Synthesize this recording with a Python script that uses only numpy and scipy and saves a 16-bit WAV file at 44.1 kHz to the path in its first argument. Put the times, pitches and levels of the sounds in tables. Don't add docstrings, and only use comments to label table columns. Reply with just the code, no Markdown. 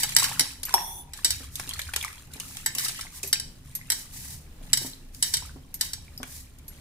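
import sys
import numpy as np
from scipy import signal
from scipy.fft import rfft, irfft, next_fast_len
from scipy.io import wavfile
from scipy.ndimage import map_coordinates

SR = 44100
rng = np.random.default_rng(int(sys.argv[2]) if len(sys.argv) > 2 else 0)


def to_wav(sig):
    pcm = np.clip(np.atleast_2d(sig), -1, 1) * 32767
    pcm = np.round(pcm).astype(np.int16)
    wavfile.write(sys.argv[1], SR, pcm.T)


N = 300143
T = np.arange(N) / SR
AGE = T[:SR // 2]


def amp(db):
    return 10 ** (np.asarray(db) / 20)


def unit(x):
    return x / np.sqrt(np.mean(x ** 2))


def spectrum(points):
    hz, db = np.transpose(points)
    return lambda f: amp(np.interp(np.log(f), np.log(hz), db)) * np.minimum(f / hz[0], 1) ** 2


def resonances(modes):
    return lambda f: np.sqrt(sum(amp(db) ** 2 / (1 + ((f - hz) / width) ** 2) ** 2
                                 for hz, width, db in modes))


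def colour(x, gain):
    length = x.shape[-1]
    size = next_fast_len(length + 2048)
    f = np.maximum(np.arange(size // 2 + 1) * SR / size, 1)
    return irfft(rfft(x, size) * gain(f), size)[..., :length]


def spread(mid, side, wide_hz=1300, least=0.075):
    side = colour(side, lambda f: np.minimum(least + f / np.hypot(f, wide_hz), 1))
    return np.array([mid + side, mid - side])


def noise(gain, size=N):
    white = rng.standard_normal((2, size))
    return unit(colour(spread(*white), gain))


def ring(hz, envelope):
    start = rng.uniform(0, 2 * np.pi)
    leading_side = np.array([[1], [-1]]) * rng.choice([-1, 1])
    phase = start + leading_side * min(hz / 3600, .75) * rng.uniform(0.44, 1.9)
    return envelope * np.sin(2 * np.pi * hz * AGE + phase)


def add(out, s, sound):
    i = max(int(s * SR), 0)
    out[:, i:i + sound.shape[1]] += sound[:, :max(N - i, 0)]


def moves(rows, attack_s, release_s):
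    power = 0
    for s, length, db in rows:
        rise = np.clip((T - s) / attack_s, 0, 1)
        fall = np.exp(-np.maximum(T - s - length, 0) / release_s)
        power = power + (amp(db) * rise * fall) ** 2
    return np.sqrt(power)


# start in seconds, length in seconds, level in dB.
STROKES = [(-.05, 0.28, -40.5), (.16, .16, -37.5), (.35, 0.14, -43.5), (.64, .14, -42), (1.13, 0.31, -48.5),
           (1.55, 0.34, -46), (1.945, 0.085, -41), (2.05, 0.14, -51), (2.3, 0.63, -49.5), (2.75, .26, -42),
           (3.1, 0.24, -56.5), (3.62, 0.64, -55.5), (4.6, 0.27, -54), (5.3, 0.12, -47), (5.78, 0.071, -45),
           (6.02, 0.46, -63), (6.68, 0.091, -57.5)]
STROKE_ATTACK_S, STROKE_RELEASE_S, RIPPLE_DB = 0.038, 0.068, -65


def stirring():
    return np.hypot(moves(STROKES, STROKE_ATTACK_S, STROKE_RELEASE_S), amp(RIPPLE_DB))


def bubble(hz, cycles, glide=0.029):
    life = max(cycles, 1) / hz
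    lag = rng.uniform(0, 0.0002) * rng.permutation(2)[:, None]
    age = np.maximum(AGE[:int(6 * life * SR)] - lag, 0) / life
    tone = np.sin(2 * np.pi * hz * life * age * (1 + glide * age / 2))
    return tone * np.exp(-age) * (1 - np.exp(-8 * age))


# start in seconds, relative level in dB,
# initial pitch in Hz.
SINGLE_BUBBLES = [(0.15, -8, 7300), (6.1772, -24, 5000), (0.224, -19, 1040), (0.247, -21, 1580),
                  (0.314, -25, 880), (0.78, -22, 1800), (1.71, -22, 3200), (1.736, -21, 4150),
                  (1.793, -22.5, 1700), (1.817, -22, 4040), (1.891, -27, 1470), (1.937, -24, 1760),
                  (2.012, -21, 3280), (2.04, -19, 2160), (2.048, -24, 1165), (2.08, -27, 1980),
                  (3.068, -32, 2030), (3.357, -22, 2480), (3.813, -32, 2010), (4.934, -29, 3900),
                  (5.423, -35, 940), (5.494, -37.5, 1460), (6.081, -39, 2260)]
BUBBLE_CYCLES, BUBBLE_HZ = 5.3, 2500
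# frequency in Hz, gain in dB.
SPRAY = [(300, -15.5), (900, -5.5), (2000, -3), (4000, -1), (8000, 3.5), (12000, 1.5), (15500, -10)]


def water(stir, bubbles_per_s=520, centre_hz=2800, octaves=.9, scatter_db=3, swarm_db=-3, single_db=1,
          drops_per_s=900, drop_scatter_db=4, spray_db=-3, splat_s=0.0017):
    swarm, single = np.zeros((2, 2, N))
    hits = rng.random((2, N)) < drops_per_s / SR / 2
    signs = rng.choice([-1, 1], (2, N))
    sizes = amp(drop_scatter_db * np.minimum(rng.exponential(size=(2, N)), 4))
    drops = hits * signs * sizes
    splat = rng.standard_normal((2, 256)) * np.exp(-AGE[:256] / splat_s)
    crackle = signal.fftconvolve(drops, splat, axes=1)[:, :N]
    spray = unit(colour(spread(*crackle), spectrum(SPRAY)))

    for s, db, hz in SINGLE_BUBBLES:
        add(single, s, amp(db + single_db) * bubble(hz, BUBBLE_CYCLES * np.sqrt(hz / BUBBLE_HZ)))

    count = int(bubbles_per_s * N / SR)
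    for when, pitch, size, life in rng.uniform(.001, .999, (count, 4)):
        hz = np.clip(centre_hz * 2 ** (octaves * np.log(pitch / (1 - pitch)) / 2), 800, 12000)
        cycles = (2 + 7 * life) * np.sqrt(hz / 2500)
        gain = amp(-scatter_db * np.log(max(size, .03)))
        add(swarm, when * N / SR, gain * bubble(hz, cycles))
    return stir * (amp(swarm_db) * unit(swarm) + amp(spray_db) * spray) + single


# start in seconds, length in seconds, level in dB.
SHOVES = [(-.03, 0.055, -32.5), (.17, 0.073, -33.5), (1.25, 0.088, -40.5), (1.5, 0.13, -47.5),
          (2.39, 0.22, -46.5), (2.76, 0.1, -33.5), (3.12, 0.048, -42.5), (3.22, 0.037, -36.5),
          (3.89, 0.12, -41.5), (4.11, 0.23, -43), (4.75, 0.11, -37.5), (5.12, 0.14, -52.5),
          (5.21, 0.096, -37.5), (5.81, 0.052, -41), (6.24, 0.16, -46)]
SHOVE_ATTACK_S, SHOVE_RELEASE_S = 0.033, 0.043
CREEP_DB = -5.5


def pushing(stir):
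    return np.hypot(moves(SHOVES, SHOVE_ATTACK_S, SHOVE_RELEASE_S), amp(CREEP_DB) * stir)


# frequency in Hz, gain in dB.
GRIT = [(300,-13), (600,-24.5), (950,-11), (1300,-26), (1900,-9), (2900,-15), (4200,-8), (6500,-4),
        (11000,-3.5), (15500,-8.5)]
# frequency in Hz, width in Hz, relative level in dB.
BOWL = [(920,48,-14.5), (1604,20,-9.5), (1770,34,-9.5), (1940,81,-10.5), (2153,61,-9.5), (2397,28,-16),
        (3030,51,-9.5), (3795,39,-5.5), (3940,80,-11.5), (4654,100,-7), (5360,93,-17.5), (5490,125,-8),
        (5750,41,-7), (6546,54,-11.5), (7210,67,-11.5), (7780,69,-2), (8310,88,-10), (8970,120,-8.5),
        (9580,120,-16), (10370,150,-12.5), (11100,110,-23.5), (12400,77,-15.5), (13900,130,-15)]


def slide(force, hiss_db=1.0, bowl_db=-7, catch_db=2.0, catches_per_s=120, firm_db=-38, chatter=0.8):
    catches = np.interp(T * catches_per_s, np.arange(4096), rng.standard_normal(4096))
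    push = force * amp(catch_db * catches)
    hiss = amp(hiss_db) * noise(spectrum(GRIT))
    steel = amp(bowl_db) * (push / amp(firm_db)) ** chatter * noise(resonances(BOWL))
    return push * (hiss + steel)


# start in seconds, length in seconds, level in dB.
SWAYS = [(1.24, 0.27, -43.5), (1.58, .37, -45), (4.05, 0.25, -48.5), (5.22, 0.24, -45), (5.76, 0.3, -48),
         (6.3, 0.45, -52)]
SWAY_ATTACK_S, SWAY_RELEASE_S, DRONE_REST_DB = 0.094, 0.087, -54
# start in seconds, length in seconds, level in dB.
PRESSES = [(-.1, 0.49, -46.5), (1.28, 0.32, -53.5), (2.25, 0.74, -52), (3.2, 0.71, -52), (4.08, 0.26, -51),
           (4.58, 0.24, -47.5), (5.08, 0.51, -52), (5.85, 0.47, -56.5)]
HUM_REST_DB = -59
# frequency in Hz, width in Hz, relative level in dB.
DRONE_MODES = [(72.3, 9.5, -0.5), (103, 16, -12.5)]
# frequency in Hz, width in Hz, relative level in dB.
HUM_MODES = [(116, 12, -4.5), (141.5, 8.7, -1.5), (176, 11.5, -8.5), (256.8, 14.7, -11.5)]
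# frequency in Hz, gain in dB.
RUMBLE = [(15,-6.5), (28,1.5), (48,-10.5), (100,-24.5), (150,-15), (220,-19), (400,-27), (1000,-37),
          (3000,-41.5), (9000,-48), (15500,-46)]


def background(rumble_db=-50, wander_db=2.5, wanders_per_s=6):
    sway = np.hypot(moves(SWAYS, SWAY_ATTACK_S, SWAY_RELEASE_S), amp(DRONE_REST_DB))
    press = np.hypot(moves(PRESSES, SWAY_ATTACK_S, SWAY_RELEASE_S), amp(HUM_REST_DB))
    drone = sway * noise(resonances(DRONE_MODES))
    hum = press * noise(resonances(HUM_MODES))
    wander = np.interp(T * wanders_per_s, np.arange(256), rng.standard_normal(256))
    rumble = amp(rumble_db + wander_db * wander) * noise(spectrum(RUMBLE))
    return rumble + drone + hum


# start in seconds, level in dB, body under 2.5 kHz in dB,
# ring length as a factor.
KNOCKS = [(0.0326, -9.5, -2.5, 1.36), (0.1642, 1.5, -7.5, 0.98), (0.1853, -12, -2, 1.4),
          (0.197, -12.5, 0, 1.1), (0.241, -11, -2, 1.5), (.395, -2.5, -4, 0.76), (0.4067, -8.5, -8, 1.25),
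          (1.1342, -24, -5.5, 1.14), (1.246, -6, -11, 2), (1.305, -10.5, -12, 1.66),
          (2.6607, -12.5, 1.5, 1.73), (2.7834, -13, -5.5, 1.1), (2.795, -21, -8, 1.3),
          (2.847, -15, -20, 1.8), (2.883, -17, -12, 1.4), (3.01, -22, -11, 1.55), (3.3284, -5, -8, 1.23),
          (3.3983, -16.5, -13, .85), (3.901, -8, -5, 1.15), (3.919, -14.5, -4, 1.9),
          (4.7311, -2.5, -10, 1.12), (4.7725, -10.5, -12.5, 1.32), (5.2252, -8, -11.5, 2.13),
          (5.3383, -6.5, -13, 1.44), (5.3688, -16, -9, 1.1), (5.8101, -7.5, -11.5, 1.2),
          (5.933, -16.5, -12, 0.97)]
# frequency in Hz, gain in dB.
CLATTER = [(300,-5.5), (600,-18), (950,-11), (1200,-9), (1650,-2.5), (2600,-17.5), (3020,0.5), (3400,-8.5),
           (3900,-4), (5400,-3), (6150,-9), (7800,-9), (11000,-10.5), (15500,-22.5)]
TOP_DB, TOP_PER_BODY = 10.5, 0.64


def knocks(mode_db=-3, clatter_db=-12, clatter_s=.006, linger_db=-25, linger_s=0.089, rise_s=0.00052,
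           damping=0.85, ring_db=-26, ring_s=0.054):
    out = np.zeros((2, N))
    strength = np.array([amp(db) * width for _, width, db in BOWL])
    strength = strength / np.linalg.norm(strength)
    linger = amp(linger_db) * np.exp(-AGE / linger_s)
    after_ring = amp(ring_db) * np.exp(-AGE / ring_s)
    for s, db, body_db, length in KNOCKS:
        top_db = TOP_DB + TOP_PER_BODY * body_db
        tone = lambda f: amp(body_db / (1 + (f / 2500) ** 4) + top_db / (1 + (10000 / f) ** 6))
        clatter = noise(lambda f: spectrum(CLATTER)(f) * tone(f), size=len(AGE))
        sound = amp(clatter_db) * clatter * (np.exp(-AGE / (clatter_s * length)) + linger)
        for (hz, width, _), a in zip(BOWL, strength):
            fade = np.exp(-np.pi * width * damping * AGE / length) + after_ring
            weight = amp(2.1 * rng.standard_normal())
            detune_hz = 15 * rng.standard_normal()
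            sound += amp(mode_db) * weight * a * tone(hz) * ring(hz + detune_hz, fade)
        add(out, s, amp(db) * sound * (1 - np.exp(-AGE / rise_s)))
    return out


# start in seconds, relative level in dB,
# body under 2.5 kHz in dB.
SMACKS = [(0.0912, -14, 2), (0.2297, -6.5, -1), (0.632, -12, -3.5), (0.693, -21.5, 15),
          (1.5555, -14.5, -14), (1.5965, -14, 14.5), (1.692, -16.5, -13), (1.736, -17.5, -17),
          (1.792, -12.5, 7.5), (1.8165, -20, -7), (1.936, -12, 8.5), (1.9616, -7.5, 4), (2.027, -16.5, 3),
          (2.0466, -16, -7), (2.3358, -22.5, -28), (2.3995, -14, -1), (2.5688, -19.5, 6), (2.75, -10, -18),
          (2.9927, -24, 17), (3.231, -12.5, -10), (5.147, -28.5, -9), (5.46, -29, -9.5), (6.23, -17, 18),
          (6.5853, -34.5, -16)]


def smacks(stir, level_db=-12, decay_s=0.0051, film_db=2.5, cavity_db=-9, cavity_hz=4200, patter_s=.012,
           small_per_s=12, small_db=22, scatter_db=8):
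    out = np.zeros((2, N))
    small = []
    for when, size in rng.random((int(small_per_s * N / SR), 2)):
        stir_db = 20 * np.log10(stir[int(when * N)])
        small.append((when * N / SR, stir_db + small_db - scatter_db * size, 0))
    for s, db, body_db in SMACKS + small:
        tone = lambda f: amp(body_db / (1 + (f / 2500) ** 4))
        burst = noise(lambda f: spectrum(SPRAY)(f) * tone(f), size=4096)
        tearing = amp(film_db * np.repeat(rng.standard_normal(64), 64))
        fade = np.exp(-AGE[:burst.shape[1]] / decay_s)
        add(out, s, amp(db + level_db) * burst * tearing * fade)
        for delay, octave in rng.random((3, 2)):
            cavity = bubble(cavity_hz * 2 ** (2 * octave - 1), cycles=6.3)
            add(out, s + delay * patter_s, amp(db + cavity_db - 10 * delay) * cavity)
    return out


# start in seconds, level in dB, pitch in Hz.
BUMPS = [(0.407, -34, 266), (0.739, -31, 376), (1.248, -35.5, 297), (1.404, -37.5, 255),
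         (1.673, -38.5, 271), (2.356, -40, 271), (2.762, -38.5, 239), (3.237, -35, 394), (4.611, -43, 260),
         (4.812, -39, 356), (4.846, -30.5, 257), (5.558, -36.5, 264), (6.201, -32.5, 249),
         (6.229, -37.5, 250)]


def bumps(tone_db=-2, thud_db=-10, thud_hz=650, rise_s=0.00079, decay_s=0.016):
    out = np.zeros((2, N))
    fade = np.exp(-AGE / decay_s) * (1 - np.exp(-AGE / rise_s))
    for s, db, hz in BUMPS:
        thud = noise(lambda f: f / thud_hz / (1 + (f / thud_hz) ** 4), size=len(AGE))
        add(out, s, amp(db) * (amp(tone_db) * ring(hz, fade) + amp(thud_db) * thud * fade))
    return out


# start in seconds, level in dB.
CLINKS = [(0.652, -22.5), (3.2748, -26.5), (3.7516, -21), (5.7413, -24), (6.177, -37.5), (6.6808, -32)]
# mean frequency in Hz, relative level in dB, time to fall 60 dB in seconds.
BANGLE = [(4350,-35,.04), (6300,-12,0.09), (8400,0,0.077), (11430,8.5,0.086), (12400,6,0.053),
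          (13000,-6,.04), (13600,4,0.088)]


def bangles(ring_db=-13, tick_db=-9, tick_s=0.011):
    out = np.zeros((2, N))
    for s, db in CLINKS:
        modes = 0
        for hz, gain_db, t60 in BANGLE:
            detune = 1 + 0.0165 * rng.standard_normal()
            modes = modes + ring(hz * detune, amp(gain_db - 60 * AGE / t60))
        tick = noise(spectrum(GRIT), size=len(AGE)) * np.exp(-AGE / tick_s)
        add(out, s, amp(db) * (amp(ring_db) * modes + amp(tick_db) * tick))
    return out


# first frequency in Hz, last frequency in Hz,
# width in Hz at the first frequency, blow level in dB, first roll level in dB, last roll level in dB.
ROLL = [(800, 830, 210, -14.5, -35.5, -65.5), (943, 800, 120, -9.5, -36, -66),
        (3380, 3480, 139, -24, -46, -51), (5554, 6200, 190, -9.5, -38.5, -56),
        (9070, 10200, 580, -17, -40, -42.5), (11600, 11000, 400, -12.5, -44, -53),
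        (12800, 14000, 620, -20, -38, -52)]
ROLL_START_S, ROLL_LENGTH_S = .7402, .28


def roll(blow_s=0.0073, crack_db=-21, crack_s=0.0073, stop_s=0.0084, speedup=1.4, grit_db=-47,
         wobble_db=3.0, wobbles_per_s=35):
    progress = np.minimum(AGE / ROLL_LENGTH_S, 1)
    gate = (1 - np.exp(-AGE / blow_s)) / (1 + np.exp((AGE - ROLL_LENGTH_S) / stop_s))
    sound = amp(crack_db) * noise(spectrum(SPRAY), size=len(AGE)) * np.exp(-AGE / crack_s)
    grit = noise(lambda f: spectrum(GRIT)(f) * (f / np.hypot(f, 6000)) ** 4, size=len(AGE))
    sound += amp(grit_db) * gate * grit
    for first_hz, last_hz, width, blow_db, first_db, last_db in ROLL:
        glide_hz = first_hz + (last_hz - first_hz) * progress ** speedup
        band = noise(lambda f: 1 / (1 + ((f - first_hz) / width) ** 2) ** 2, size=SR)
        place = np.cumsum(glide_hz / first_hz)
        rub = np.array([map_coordinates(side, [place], order=5) for side in band])
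        wobble = wobble_db * np.interp(AGE * wobbles_per_s, np.arange(64), rng.standard_normal(64))
        roll_db = first_db + (last_db - first_db) * progress + wobble
        blow = ring(first_hz, amp(blow_db) * np.exp(-AGE / blow_s))
        sound += rub * gate * amp(roll_db) + blow
    out = np.zeros((2, N))
    add(out, ROLL_START_S, sound)
    return out


# frequency in Hz, time to fall 60 dB in seconds.
ROOM_T60 = [(200, 1), (1500, 0.34), (5000, 0.34), (15000, 0.086)]


def kitchen(x, wet_db=-11, gap_s=0.0017):
    hz, t60 = np.transpose(ROOM_T60)
    echoes = noise(lambda f: np.ones_like(f), size=len(AGE))
    tail = 0
    for share, t in zip(np.eye(len(hz)), t60):
        band = colour(echoes, lambda f: np.interp(np.log(f), np.log(hz), share))
        tail = tail + band * amp(-60 * AGE / t)
    tail = tail * np.clip(AGE / gap_s - 1, 0, 1)
    tail = tail / np.sqrt(np.sum(tail ** 2) / 2)
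    return x + amp(wet_db) * signal.fftconvolve(x, tail, axes=1)[:, :N]


def scene():
    stir = stirring()
    push = pushing(stir)
    bowl = knocks() + roll() + slide(push)
    wet = smacks(stir) + water(stir)
    return kitchen(bowl + wet + bumps() + bangles()) + background()


TOP_HZ = 15500


def record(dry):
    low_pass = signal.ellip(10, .2, 80, TOP_HZ, fs=SR, output="sos")
    return signal.sosfilt(low_pass, np.clip(dry, -1, 1))


dry = scene()
out = record(dry)
to_wav(out)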